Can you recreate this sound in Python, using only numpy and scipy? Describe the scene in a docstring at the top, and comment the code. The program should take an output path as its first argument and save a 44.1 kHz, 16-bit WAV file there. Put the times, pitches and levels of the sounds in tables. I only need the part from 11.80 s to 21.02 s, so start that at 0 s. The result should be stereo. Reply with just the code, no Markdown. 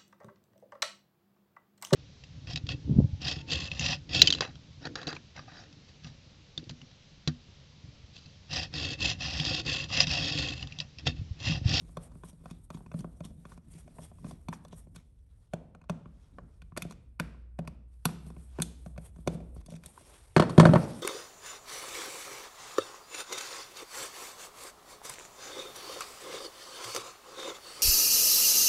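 """In a small workshop, at a wooden bench, a screwdriver spun in the fingers drives screws into a plastic box.
The tip knocks and skids in the screw heads, ringing decaying modes of screw, box and bench with noise bursts.
Fingers slide on the grip as swelling noise; at the end the dropped tool bounces on the bench.
Shaped noise makes a low rumble from outside, a wavering sine a passing drone; the room scatters the blows.
A stereo microphone with resonant ports picks it all up, and its input stage rounds the peaks."""
import sys
import numpy as np
from scipy import signal
from scipy.fft import rfft, irfft, next_fast_len
from scipy.io import wavfile

SR = 44100
rng = np.random.default_rng(int(sys.argv[2]) if len(sys.argv) > 2 else 0)


def to_wav(s):
    """Save 16-bit WAV."""
    ch = np.atleast_2d(s).T  # columns
    pcm = np.round(np.clip(ch, -1, 1) * 32767)  # PCM
    wavfile.write(sys.argv[1], SR, pcm.astype(np.int16))


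def makeup_ratio(level_db):
    """Linear amplitude ratio for a level in decibels (20 dB per factor of ten)."""
    decades = np.asarray(level_db, float) / 20
    return 10 ** decades


N = 406602

# modes of the wooden bench: f/Hz, level/dB, t60/s
BENCH_MODES = [(118, -22, 0.037), (165.2, -3.5, 0.16), (172.2, -5, 0.091), (219.3, -4.5, 0.065),
               (239, -10.5, 0.056)]


def rms_one(x):
    """Scaled to rms 1."""
    return x / np.sqrt(np.mean(x ** 2) + 1e-20)


def in_time(rows):
    """Columns of a table whose first column is t/s, interpolated at every sample."""
    s, *columns = np.transpose(rows)
    return [np.interp(np.arange(N) / SR, s, c) for c in columns]


def at_hz(points, hz, axis=1):
    """A column of a table, read on a log-frequency axis."""
    points = np.array(points)
    return np.interp(np.log(hz), np.log(points[:, 0]), points[:, axis])


def drift(rate_hz):
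    """Random wander of rms 1: noise smoothed by two equal poles at rate_hz, at a 40th of the sample rate."""
    r = np.exp(-80 * np.pi * rate_hz / SR)
    noise = rng.standard_normal(N // 40 + 2002)
    slow = signal.lfilter([1], [1, -2 * r, r * r], noise)[2000:]
    return np.interp(np.arange(N) / 40, np.arange(len(slow)), rms_one(slow))


def ring(push, hz, t60):
    """A damped resonator: a unit click sets a sine of height 1 ringing."""
    r, w = makeup_ratio(-60 / (t60 * SR)), 2 * np.pi * hz / SR
    return signal.lfilter([0, np.sin(w)], [1, -2 * r * np.cos(w), r * r], push + 1e-18)


def band_pass(x, low_hz, high_hz):
    """Second-order Butterworth band."""
    return signal.sosfilt(signal.butter(2, [low_hz, high_hz], "band", fs=SR, output="sos"), x)


def bands(size):
    """Half-octave bands of stereo noise, each with its centre; mid and side set how alike the channels are."""
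    # diffuse sound at the microphone: f/Hz, left-right likeness (1 = the same)
    likeness = [(60, 0.99), (200, 0.94), (400, 0.46), (900, 0.21), (2500, 0.32), (6000, 0.11), (8000, 0.87),
                (10000, 1), (13000, 0.9)]
    edges_hz = 22 * 2 ** np.arange(0, 9.6, .5)
    white = rng.standard_normal((2, 2, size))      # neighbouring bands take different noise
    for k, (low, high) in enumerate(zip(edges_hz, edges_hz[1:])):
        centre = np.sqrt(low * high)
        mid, side = band_pass(white[k % 2], low, high)
        alike = np.clip(at_hz(likeness, centre), -1, 1)
        yield centre, np.sqrt(1 + alike) * mid + np.sqrt(1 - alike) * side * [[1], [-1]]


def room_tone():
    """Shaped noise of the quiet room, moving as a whole with the rumble from outside."""
    # spectrum of the quiet room: f/Hz, relative level per Hz/dB
    quiet = [(15, -49), (27, -20.5), (40, -3), (60, 4), (92, -9), (119, -6.5), (155, -23), (266, -33),
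             (381, -28), (485, -40), (1000, -64.5), (3000, -63.5), (6600, -62.5), (12000, -69)]
    # outside rumble, below 50 Hz: t/s, level/dB
    rumble = [(0.0, -56), (0.6, -58), (1.8, -59.5), (3.3, -58), (3.7, -62.5), (4.9, -58), (6.2, -62),
              (6.9, -61), (7.84, -56.5), (8.17, -66), (8.5, -62.5)]
    tone = sum(band * makeup_ratio(at_hz(quiet, hz)) for hz, band in bands(N))
    tone_low = signal.sosfilt(signal.butter(4, 50, fs=SR, output="sos"), tone)
    rumble_db, = in_time(rumble)
    return makeup_ratio(rumble_db) * tone / np.std(tone_low)


def drone():
    """A far engine note: one sine that wavers a little in level, glides in pitch and stops."""
    # the far note: t/s, f/Hz, level/dB
    note = [(5.3, 58.6, -62), (5.45, 59.05, -46.5), (6.04, 60.1, -49.5), (6.32, 62, -51.5),
            (6.45, 64.03, -47), (7.13, 62, -47), (7.6, 60.07, -48.5), (7.8, 65.1, -43), (7.82, 62, -65)]
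    hz, level_db = in_time(note)
    start, stop = note[0][0], note[-1][0]
    on = np.interp(np.arange(N) / SR, [start - .2, start, stop, stop + 0.04], [0, 1, 1, 0])
    wave = np.sin(2 * np.pi * np.cumsum(hz) / SR)
    return np.sqrt(2) * on * makeup_ratio(level_db + 0.5 * drift(8.3)) * wave


def bench_tremble():
    """Uneven small pushes of the hands keep the bench modes stirring."""
    # bench under the hands: t/s, level/dB
    tremble = [(0.0, -51), (0.6, -59.5), (0.9, -72.5), (1.24, -60), (1.85, -58), (2.0, -50), (2.35, -58),
               (2.5, -40.5), (2.64, -59.5), (3.1, -59), (3.33, -76), (4.0, -76), (4.66, -57.5),
               (5.05, -90.5), (6.2, -90), (6.47, -46.5), (6.9, -74.5), (7.3, -59.5), (8.05, -76.5)]
    pushes = rng.standard_normal(N) * makeup_ratio(4.3 * drift(17.3))
    stir = sum(makeup_ratio(db) * ring(pushes, hz, t60) for hz, db, t60 in BENCH_MODES)
    level_db, = in_time(tremble)
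    return makeup_ratio(level_db) * rms_one(stir)


def finger_levels():
    """Each slide swells to its loudest moment and fades, over a background of hiss and rub; both in dB."""
    # background hiss and rub under the slides: t/s, hiss level/dB, coarse rub level/dB
    background = [(0, -64.5, -70.5), (0.6, -71.5, -86.5), (1.7, -64.5, -94), (1.82, -98, -105),
                  (2.15, -63.5, -74), (3.0, -72, -88.5), (3.9, -84.5, -100), (4.3, -103, -88),
                  (5.3, -80, -110), (6.05, -87.5, -105), (6.25, -71, -82), (7.0, -80, -91),
                  (7.75, -64, -95), (7.84, -94, -98), (8.0, -90, -92), (8.1, -53, -75), (8.55, -63, -78),
                  (9.219, -46, -59)]
    # slides over the grip: loudest moment t/s, swell/s, fade/s, skin hiss level/dB, coarse rub level/dB
    slides = [(0.114, 0.057, 0.044, -57, -89), (0.233, 0.042, 0.066, -49.5, -64),
              (0.377, 0.044, 0.024, -56, -74), (0.494, 0.094, 0.023, -45.5, -61.5),
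              (0.706, 0.17, 0.12, -57.5, -69.5), (0.85, 0.032, 0.018, -55, -79),
              (0.93, 0.028, 0.24, -57, -73), (1.203, 0.1, 0.051, -52, -66), (1.335, 0.11, 0.17, -63, -77),
              (1.455, 0.033, 0.077, -52, -66), (1.73, 0.13, 0.038, -53.5, -64),
              (1.778, 0.057, 0.015, -68, -72), (1.917, 0.016, 0.036, -47.5, -70.5),
              (1.989, 0.16, 0.095, -54, -65.5), (2.243, 0.072, 0.047, -46, -61.5),
              (2.5, 0.1, 0.073, -51, -62), (2.735, 0.025, 0.038, -43.5, -56.5),
              (2.846, 0.065, 0.11, -66, -87), (2.983, 0.054, 0.068, -47.5, -69.5),
              (3.15, 0.0053, 0.08, -54, -62), (3.624, 0.53, 0.39, -72, -82), (4.46, 0.37, 0.37, -71, -76.5),
              (4.737, 0.28, 0.36, -73, -81), (5.93, 0.089, 0.056, -82, -84),
              (6.14, 0.069, 0.08, -68, -80.5), (6.485, 0.097, 0.061, -53, -69.5),
              (6.583, 0.1, 0.35, -60, -72), (6.779, 0.12, .2, -65, -66), (7.088, 0.54, 0.15, -59.5, -79),
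              (7.264, 0.076, 0.032, -43, -60.5), (7.405, 0.13, 0.089, -61, -75),
              (7.54, 0.063, 0.049, -50.5, -62), (7.752, 0.012, 0.06, -57, -80),
              (7.779, .04, 0.036, -68, -74), (7.811, 0.035, 0.0067, -57, -69),
              (7.94, 0.065, 0.03, -50.5, -67), (8.05, 0.026, 0.071, -56, -63.5),
              (8.35, 0.41, 0.15, -50, -60.5), (9.043, 0.62, 0.18, -49.5, -54.5)]
    span_db = 20      # level change over one swell or fade time
    t, power = np.arange(N) / SR, makeup_ratio(2 * np.array(in_time(background)))
    for s, swell_s, fade_s, *levels_db in slides:
        near = slice(max(int((s - 3 * swell_s) * SR), 0), int((s + 3 * fade_s) * SR))
        away = np.maximum((s - t[near]) / swell_s, (t[near] - s) / fade_s)
        power[:, near] += makeup_ratio(2 * (np.array(levels_db)[:, None] - span_db * away))
    return 10 * np.log10(power)


def finger_noise(hiss_db, rub_db):
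    """Skin hiss and coarse rubbing, two colours of one noise bank, flickering as skin sticks and slips."""
    # colour of the skin hiss: f/Hz, relative level per Hz/dB
    hiss_colour = [(5500, -59.5), (7000, 3), (9000, 5), (13000, 0.5)]
    # colour of the coarse rub: f/Hz, relative level per Hz/dB
    rub_colour = [(200, -0.5), (350, 12), (1200, 6.5), (1700, 2.5), (2700, 1.5), (3600, -2), (5500, 1.5),
                  (7000, -10.5), (9000, -25.5)]
    hiss_trim_db = 9.5      # level trim of the skin hiss/dB
    hiss, rub = 0, 0
    for hz, band in bands(N):
        flicker = makeup_ratio(1.84 * drift(7.7))
        hiss = hiss + band * makeup_ratio(at_hz(hiss_colour, hz)) * flicker
        rub = rub + band * makeup_ratio(at_hz(rub_colour, hz)) * flicker
    grain_db = 1.9 * drift(42.1)      # the skin sticks and slips
    rub_top = signal.sosfilt(signal.butter(4, 2500, "high", fs=SR, output="sos"), rub)
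    mix = makeup_ratio(hiss_db - hiss_trim_db) * rms_one(hiss) + makeup_ratio(rub_db) * rub / np.std(rub_top)
    return mix * makeup_ratio(grain_db)


def thread_catches(rub_db, per_s=500, lift_db=-5.0):
    """While the tool turns or skids, tip and thread catch in dense uneven slips that come in clumps."""
    # the tip skids across the screw head: middle t/s, half length/s, level/dB
    skids = [(0.709, 0.014, -56), (0.952, 0.021, -62), (1.201, 0.025, -66), (1.45, 0.019, -55.5),
             (1.938, 0.017, -69.5), (2.24, .04, -68), (2.476, 0.049, -72), (2.741, 0.02, -56),
             (2.931, 0.029, -66), (7.774, 0.037, -73.5), (7.907, 0.042, -64), (7.958, 0.01, -58)]
    # what a scraping tip sets ringing: f/Hz, level/dB, t60/s
    grit = [(1150, -8, .012), (2430, -8, .012), (3400, -2, .008), (3750, -2, .008), (4600, -8, .007),
            (5450, -2, .008), (5800, -4, .008), (6460, -7, .006)]
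    t, level = np.arange(N) / SR, makeup_ratio(rub_db + lift_db)
    for s, length_s, db in skids:
        near = slice(int((s - length_s) * SR), int((s + length_s) * SR))
        level[near] += makeup_ratio(db) * np.cos(np.pi / 2 * np.clip((t[near] - s) / length_s, -1, 1)) ** 2
    happens = rng.random(N) < per_s * makeup_ratio(3.0 * drift(30.0)) / SR
    height = makeup_ratio(1.6 * np.minimum(rng.exponential(1, N), 3))
    slips = happens * height * rng.choice([-1, 1], N)
    return sum(makeup_ratio(db + 5.0 * drift(12.0)) * ring(level * slips, hz, t60) for hz, db, t60 in grit)


def struck(times, peaks_db, modes, spread_db, smear_s, one_way=False):
    """Every blow reaches each mode with its own strength, small delay and sign (unless pushed one way)."""
    out, luck = np.zeros(N), rng.standard_normal((len(times), len(modes), 3))
    for k, (hz, level_db, t60) in enumerate(modes):
        push = np.zeros(N)
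        at = ((times + smear_s * np.abs(luck[:, k, 0])) * SR).astype(int)
        sign = -1 if one_way else np.sign(luck[:, k, 2])
        np.add.at(push, at, sign * makeup_ratio(peaks_db + level_db + spread_db * luck[:, k, 1]))
        first = at.min()
        out[first:] += ring(push[first:], hz, t60)
    return out


def crack(times, peaks_db, t60, low_hz, high_hz, rise_s=0.00077):
    """The contact itself: a burst of noise with a rapid swell and an exponential decay."""
    push, ease = np.zeros(N), np.exp(-1 / (rise_s * SR))
    np.add.at(push, (times * SR).astype(int), makeup_ratio(peaks_db))
    poles = np.convolve([1, -makeup_ratio(-60 / (t60 * SR))], [1, -ease])
    shape = signal.lfilter([1 - ease], poles, push + 1e-18)
    return band_pass(shape * rng.standard_normal(N), low_hz, high_hz)


def with_chatter(rows, drop_db, wait_s, spread_s, count):
    """Each blow comes with a few weaker touches, after it or (negative wait) just before."""
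    rows = np.array(rows, float)
    luck = rng.random((len(rows), count, 2))
    touches = np.repeat(rows[:, None], count, axis=1)
    touches[:, :, 0] += wait_s + spread_s * luck[:, :, 0]
    touches[:, :, 1:] += drop_db - 5.8 * luck[:, :, 1:]
    return np.vstack([rows, touches.reshape(-1, rows.shape[1])])


def blows(rows, low, high, middle, top, spread_db, puff_db, knock_db, crack_db, sizzle_db, air_db,
          crack_t60, edge_hz):
    """The struck parts ring and crack at once; the bench answers a moment later."""
    bench_lag_s = 0.00323
    s, bench_db, low_db, high_db, middle_db, top_db = np.transpose(rows)
    body = struck(s, low_db, low, spread_db=1.5, smear_s=0.001997)
    body += crack(s, low_db + puff_db, 0.025, low_hz=250, high_hz=735)
    body += struck(s, high_db, high, spread_db, smear_s=0.001025)
    body += struck(s, middle_db, middle, spread_db, smear_s=0.001224)
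    # the many small modes, heard as noise
    body += crack(s, high_db + knock_db, crack_t60, low_hz=705, high_hz=1710)
    click = struck(s, top_db, top, spread_db=4.0, smear_s=0.0022)
    click += crack(s, top_db + crack_db, crack_t60, low_hz=2300, high_hz=6480)
    hardness_db = top_db - high_db      # steel on steel clicks more than it knocks, and is brighter
    click += crack(s, top_db + sizzle_db + 0.47 * hardness_db, crack_t60, low_hz=7900, high_hz=edge_hz)
    # the very top grows faster than the click, so hard blows dominate it
    click += crack(s, air_db + 1.3 * top_db, crack_t60, low_hz=11800, high_hz=15600)
    bench = struck(s + bench_lag_s, bench_db, BENCH_MODES, spread_db=1.5, smear_s=0.00096, one_way=True)
    # the blows are kept free of deep bass
    return signal.sosfilt(signal.butter(2, 92.0, "high", fs=SR, output="sos"), body + click + bench)


def tool_drop():
    """The dropped tool bounces: grip, collar and shaft ring, and the steel shaft sings once."""
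    # bounces: t/s, then level/dB of bench, grip low, grip high, grip collar, shaft click
    bounces = [(8.564, -12.5, -5.5, -7, -4.5, -17), (8.597, -15.5, -8.5, -9, -16, -18),
               (8.622, -37, -14, -16, -34, -29), (8.695, -28, -34, -32, -33, -33),
               (8.779, -2, -2, -14.5, -12, -19.5), (8.798, -12, -3, -4.5, -9.5, -12.5),
               (8.83, -32, -9, -19, -27, -42), (8.853, -7, -5.5, -6, -7, -22.5),
               (8.868, -45, -10.5, -33, -32, -34), (8.89, -9.5, -12.5, -23, -23, -47),
               (8.935, -13.5, -5.5, -15, -14, -29.5), (8.957, -12.5, -13, -10, -17, -40)]
    # modes of the grip's low part, its high part, the collar and the shaft: f/Hz, level/dB, t60/s
    grip_low, grip_high = [(305, -16.5, 0.055), (345, -6.5, 0.048), (412, -15, 0.022), (490, -11, 0.051),
                           (546, -6.5, 0.033), (560, -11, 0.016), (621, -12, 0.055), (660, -15, 0.028),
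                           (780, -19, .03)], [(830, -5, .015), (930, -3, .022), (1010, -5, .018),
                                             (1100, -4, .02), (1195, -6, .018), (1274, -9, .018)]
    collar, shaft = [(1380, -10, .015), (1490, -8, .018), (1660, -10, .016), (1860, -14, .013),
                     (2160, -21, .012), (2510, -19, .012)], [(2910, -8.5, 0.011), (3240, -7, 0.016), (3700, -5, 0.0079),
                                     (4320, -5.5, 0.02), (5200, -36, 0.0073), (8820, -14, 0.0057)]
    # the shaft sings when its end lands: t/s, level/dB, f/Hz, t60/s
    shaft_ring = (8.802, -45, 8292, .35)
    rows = with_chatter(bounces, drop_db=-13.0, wait_s=0.001977, spread_s=0.018, count=3)
    drop = blows(rows, grip_low, grip_high, collar, shaft, spread_db=1.0, puff_db=-3.0, knock_db=4.5,
                 crack_db=-3.0, sizzle_db=-8.5, air_db=-32, crack_t60=0.028, edge_hz=10900)
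    s, level_db, hz, t60 = shaft_ring
    click = np.zeros(N)
    click[int(s * SR)] = 1
    return drop + makeup_ratio(level_db) * ring(click, hz, t60)


def tip_knocks():
    """The tip knocks in the screw heads: box wall, box rim, screw, tip and bench ring."""
    # knocks: t/s, then level/dB of bench, box wall, box rim, screw, tip click
    taps = [(0.092, -66, -56, -49, -61, -75), (0.17, -32.5, -32.5, -27, -34, -34.5),
            (0.317, -53, -54, -47.5, -53, -57), (0.354, -42.5, -54, -49, -54, -65),
            (0.435, -39.5, -39.5, -34, -42, -49), (0.529, -44.5, -53, -65, -65, -57),
            (0.638, -53, -53, -62, -65, -70), (0.657, -40.5, -38.5, -35, -43.5, -47.5),
            (0.71, -36, -63, -43, -46, -40), (0.903, -40, -44.5, -32.5, -36, -38),
            (0.945, -33, -55, -44, -54, -46), (0.972, -41, -61, -43, -54, -49),
            (0.99, -59, -59, -52, -60, -66), (1.006, -42.5, -47, -52, -61, -69),
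            (1.062, -41.5, -52, -42.5, -44, -54), (1.116, -45, -46, -37.5, -39, -49),
            (1.141, -29, -36.5, -37, -44, -52), (1.19, -37, -67, -47, -50, -39.5),
            (1.205, -34, -59, -47, -53, -42), (1.244, -34, -37, -34.5, -63, -59),
            (1.405, -34.5, -35, -36, -41, -46), (1.449, -37, -72, -49, -58, -37),
            (1.505, -43, -49, -62, -64, -58), (1.652, -45.5, -49.5, -38, -42, -48.5),
            (1.719, -49, -51, -37, -46, -48), (1.776, -42, -49, -54, -46, -53),
            (2.077, -55, -46.5, -50.5, -47.5, -54.5), (2.165, -66, -55, -56, -62, -72),
            (2.185, -38, -36.5, -36.5, -44, -67), (2.315, -58, -47, -49, -56, -71),
            (2.385, -66, -59, -52, -58, -71), (2.444, -32.5, -37, -39, -42, -48),
            (2.465, -49, -49, -44, -50.5, -60), (2.51, -67, -42.5, -37.5, -51, -40.5),
            (2.685, -29.5, -40, -27, -31, -32.5), (2.728, -77, -40.5, -24, -39, -44),
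            (2.849, -67, -45, -41.5, -56, -45), (2.882, -71, -74, -59, -61, -49),
            (2.928, -38.5, -43, -42, -53, -48), (3.07, -49, -55.5, -61, -62, -72),
            (3.16, -45, -51.5, -44, -34, -36.5), (3.735, -29, -25.5, -28.5, -26, -32),
            (3.949, -47, -43.5, -43, -41.5, -52.5), (4.015, -51, -59, -46, -48, -58),
            (4.04, -57, -56, -52, -55, -59), (4.096, -25, -27, -24, -23, -31),
            (4.257, -43, -49, -42.5, -44, -77), (4.585, -49, -36, -30, -48.5, -79),
            (4.819, -49, -58, -44.5, -38, -48), (4.921, -41.5, -76, -46.5, -62, -76),
            (4.965, -40, -49, -33, -32, -38), (4.974, -35, -27.5, -23, -19, -21.5),
            (5.021, -36, -45.5, -41, -21.5, -27.5), (5.049, -34.5, -41, -40, -39, -51),
            (5.098, -52, -66, -61, -56, -49), (5.109, -51, -44, -35, -38, -35.5),
            (5.122, -61, -53, -44, -42, -44), (5.398, -26, -24.5, -22, -15, -22),
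            (5.545, -57, -57, -50, -63, -70), (5.789, -27.5, -28.5, -36, -30, -37.5),
            (5.85, -54, -55, -47, -48, -56), (5.875, -33.5, -39, -32, -32, -34),
            (6.254, -19, -22.5, -17.5, -14, -12.5), (6.29, -48, -37, -37, -34, -50),
            (6.465, -41, -53, -59, -64, -52), (6.502, -41, -42.5, -45, -51.5, -50.5),
            (6.565, -41, -45, -53, -46.5, -61), (6.787, -28.5, -26, -28, -35, -40.5),
            (6.8, -25, -40, -30.5, -27, -34), (6.82, -48, -40, -41, -22, -16),
            (7.061, -35.5, -37.5, -39, -61, -45), (7.162, -45, -54, -44, -54, -62),
            (7.178, -32, -38, -47, -33, -42.5), (7.361, -47, -52.5, -52, -55, -55),
            (7.385, -41.5, -55, -52.5, -55, -69.5), (7.465, -33, -43, -60, -59, -56),
            (7.474, -24.5, -20.5, -25, -20.5, -23.5), (7.545, -32, -71, -58, -52, -50),
            (7.603, -40.5, -42.5, -59, -44, -58), (7.763, -40, -47, -50, -54, -63),
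            (7.813, -58, -60, -57, -50, -54), (7.861, -51, -75, -55, -56, -41),
            (7.884, -42, -46, -69, -68, -70), (7.903, -52, -67, -62, -56, -44),
            (7.92, -38, -42.5, -53, -50, -45.5), (7.938, -35.5, -45, -57, -43.5, -54),
            (7.963, -50, -66, -62, -44, -46.5), (8.036, -96.5, -68, -54, -37, -45),
            (8.06, -49, -56, -51, -41, -32.5), (8.176, -96, -74, -35, -62, -72),
            (8.21, -56, -53, -54, -53, -50)]
    # modes of the plastic box's wall and rim, the screw and the tip: f/Hz, level/dB, t60/s
    box_wall, box_rim = [(300, -13, .04), (345, -12, .035), (409, -11, .03), (478, -2, .035),
                         (540, -7, .025), (600, -2, .022), (681, -4, .025), (750, -12, .018)], [(800, -14, .014), (916, -11, .016), (1000, -6, .015),
                                           (1080, -9, .018), (1167, -6, .017), (1260, -12, .012),
                                           (1423, -14, .012), (1600, -17, .01)]
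    screw, tip = [(1440, -13, .016), (1570, -15, .013), (2200, -19, .012), (2350, -14, .013),
                  (2450, -12, .017), (2560, -16, .012), (2760, -20, .01)], [(3040, -12.5, 0.0027), (3434, -17.5, .012), (3520, -15.5, 0.028),
                                 (4270, -12.5, .008), (4650, -16.5, 0.013), (5490, -13, 0.0037),
                                 (5860, -11.5, 0.0055), (6360, -13, 0.0071), (8660, -18, 0.0035)]
    rows = with_chatter(taps, drop_db=-24.0, wait_s=-0.006, spread_s=0.0024, count=1)
    rows = with_chatter(rows, drop_db=-19.0, wait_s=0.002, spread_s=0.008, count=1)
    return blows(rows, box_wall, box_rim, screw, tip, spread_db=1.0, puff_db=1.5, knock_db=-6.5,
                 crack_db=-0.5, sizzle_db=-2.5, air_db=8.5, crack_t60=0.0096, edge_hz=12000)


def room(x, near_s=0.0024, far_s=0.0025):
    """A quick scatter off near things, then the walls' return, partly coloured by the blow, partly diffuse."""
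    # the workshop: f/Hz, near surfaces level/dB, far walls level/dB, wall t60/s
    surfaces = [(101, -36, -8, 0.47), (254, 13, -7, 0.73), (695, 6.5, -10.5, 0.64), (2030, 2.5, -14, 0.64),
                (5500, 3, -12, 0.55), (10000, 1.5, -18.5, 0.31)]
    near_t60 = 0.014
    coloured_share = .4      # part of the walls' energy that keeps the fine colour of the blow
    t, answer, walls, build = np.arange(SR) / SR, 0, 0, np.exp(-1 / (far_s * SR))
    for hz, band in bands(SR):
        t60 = at_hz(surfaces, hz, axis=3)
        near = makeup_ratio(at_hz(surfaces, hz) - 60 * t / near_t60) / np.sqrt(near_t60) * (t > near_s)
        far = makeup_ratio(at_hz(surfaces, hz, axis=2) - 60 * t / t60) * np.sqrt(coloured_share / t60)
        far *= 1 - np.exp(-t / far_s)
        answer = answer + band * (near + far) * np.sqrt(np.log(1000) / SR)
    for hz, band in bands(N):
        sent = band_pass(x, hz * 2 ** -.25, hz * 2 ** .25) ** 2
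        keep = makeup_ratio(-120 / (at_hz(surfaces, hz, axis=3) * SR))      # energy left after one sample
        poles = np.convolve([1, -keep], [1, -build])
        stored = signal.lfilter([(1 - keep) * (1 - build)], poles, sent + 1e-18)
        diffuse = np.sqrt((1 - coloured_share) * np.abs(stored)) * rms_one(band)
        walls = walls + makeup_ratio(at_hz(surfaces, hz, axis=2)) * diffuse
    return signal.fftconvolve(x[None], answer, axes=1)[:, :N] + walls


def scene():
    """Knocks, catches and the drop in the room, over finger noise, bench tremble, rumble and drone."""
    hiss_db, rub_db = finger_levels()
    steady = room_tone() + drone() + bench_tremble() + finger_noise(hiss_db, rub_db)
    contacts = thread_catches(rub_db) + tool_drop() + tip_knocks()
    return contacts + room(contacts) + steady


def top_cut(x):
    """Nothing passes above the cut-off."""
    return signal.sosfilt(signal.butter(12, 16650, fs=SR, output="sos"), x)


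def record(dry):
    """The microphone ports resonate near 10 kHz, where left and right also turn against each other."""
    # port response: f/Hz, level/dB
    port_response = [(25, -3.5), (45, -1.5), (6500, -4.5), (8600, 0.5), (10500, 6.5), (11400, 0.5),
                     (12100, -17.5), (12800, -15), (14000, -37), (16000, -23)]
    # left minus right: f/Hz, level/dB
    left_gain = [(60, 2.5), (110, 0.5), (200, -0.5), (380, 1.8), (700, 1), (1290, 3), (2380, 4), (4400, 3),
                 (8120, 2), (10000, 0)]
    # phase by which the left leads: f/Hz, lead/rad
    left_lead = [(0, 0), (1900, -.3), (2700, .5), (5600, .8), (6600, 0), (7800, .9), (8300, .2),
                 (8800, -.4), (9300, -1.5), (10300, -3.14), (11400, -5.2), (11900, -5.6), (16000, -5.6)]
    overload_top = 1.3      # the input stage rounds peaks towards this height
    size = next_fast_len(N + 4096)
    hz = np.arange(size // 2 + 1) * SR / size + 1e-3
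    # half of the difference on each side
    left = makeup_ratio(at_hz(left_gain, hz) / 2) * np.exp(.5j * np.interp(hz, *np.transpose(left_lead)))
    response = makeup_ratio(at_hz(port_response, hz)) * [left, 1 / left]
    heard = irfft(rfft(dry, size) * response, size)[:, :N]
    return top_cut(overload_top * np.tanh(heard / overload_top))


dry = scene()
out = record(dry)
to_wav(out)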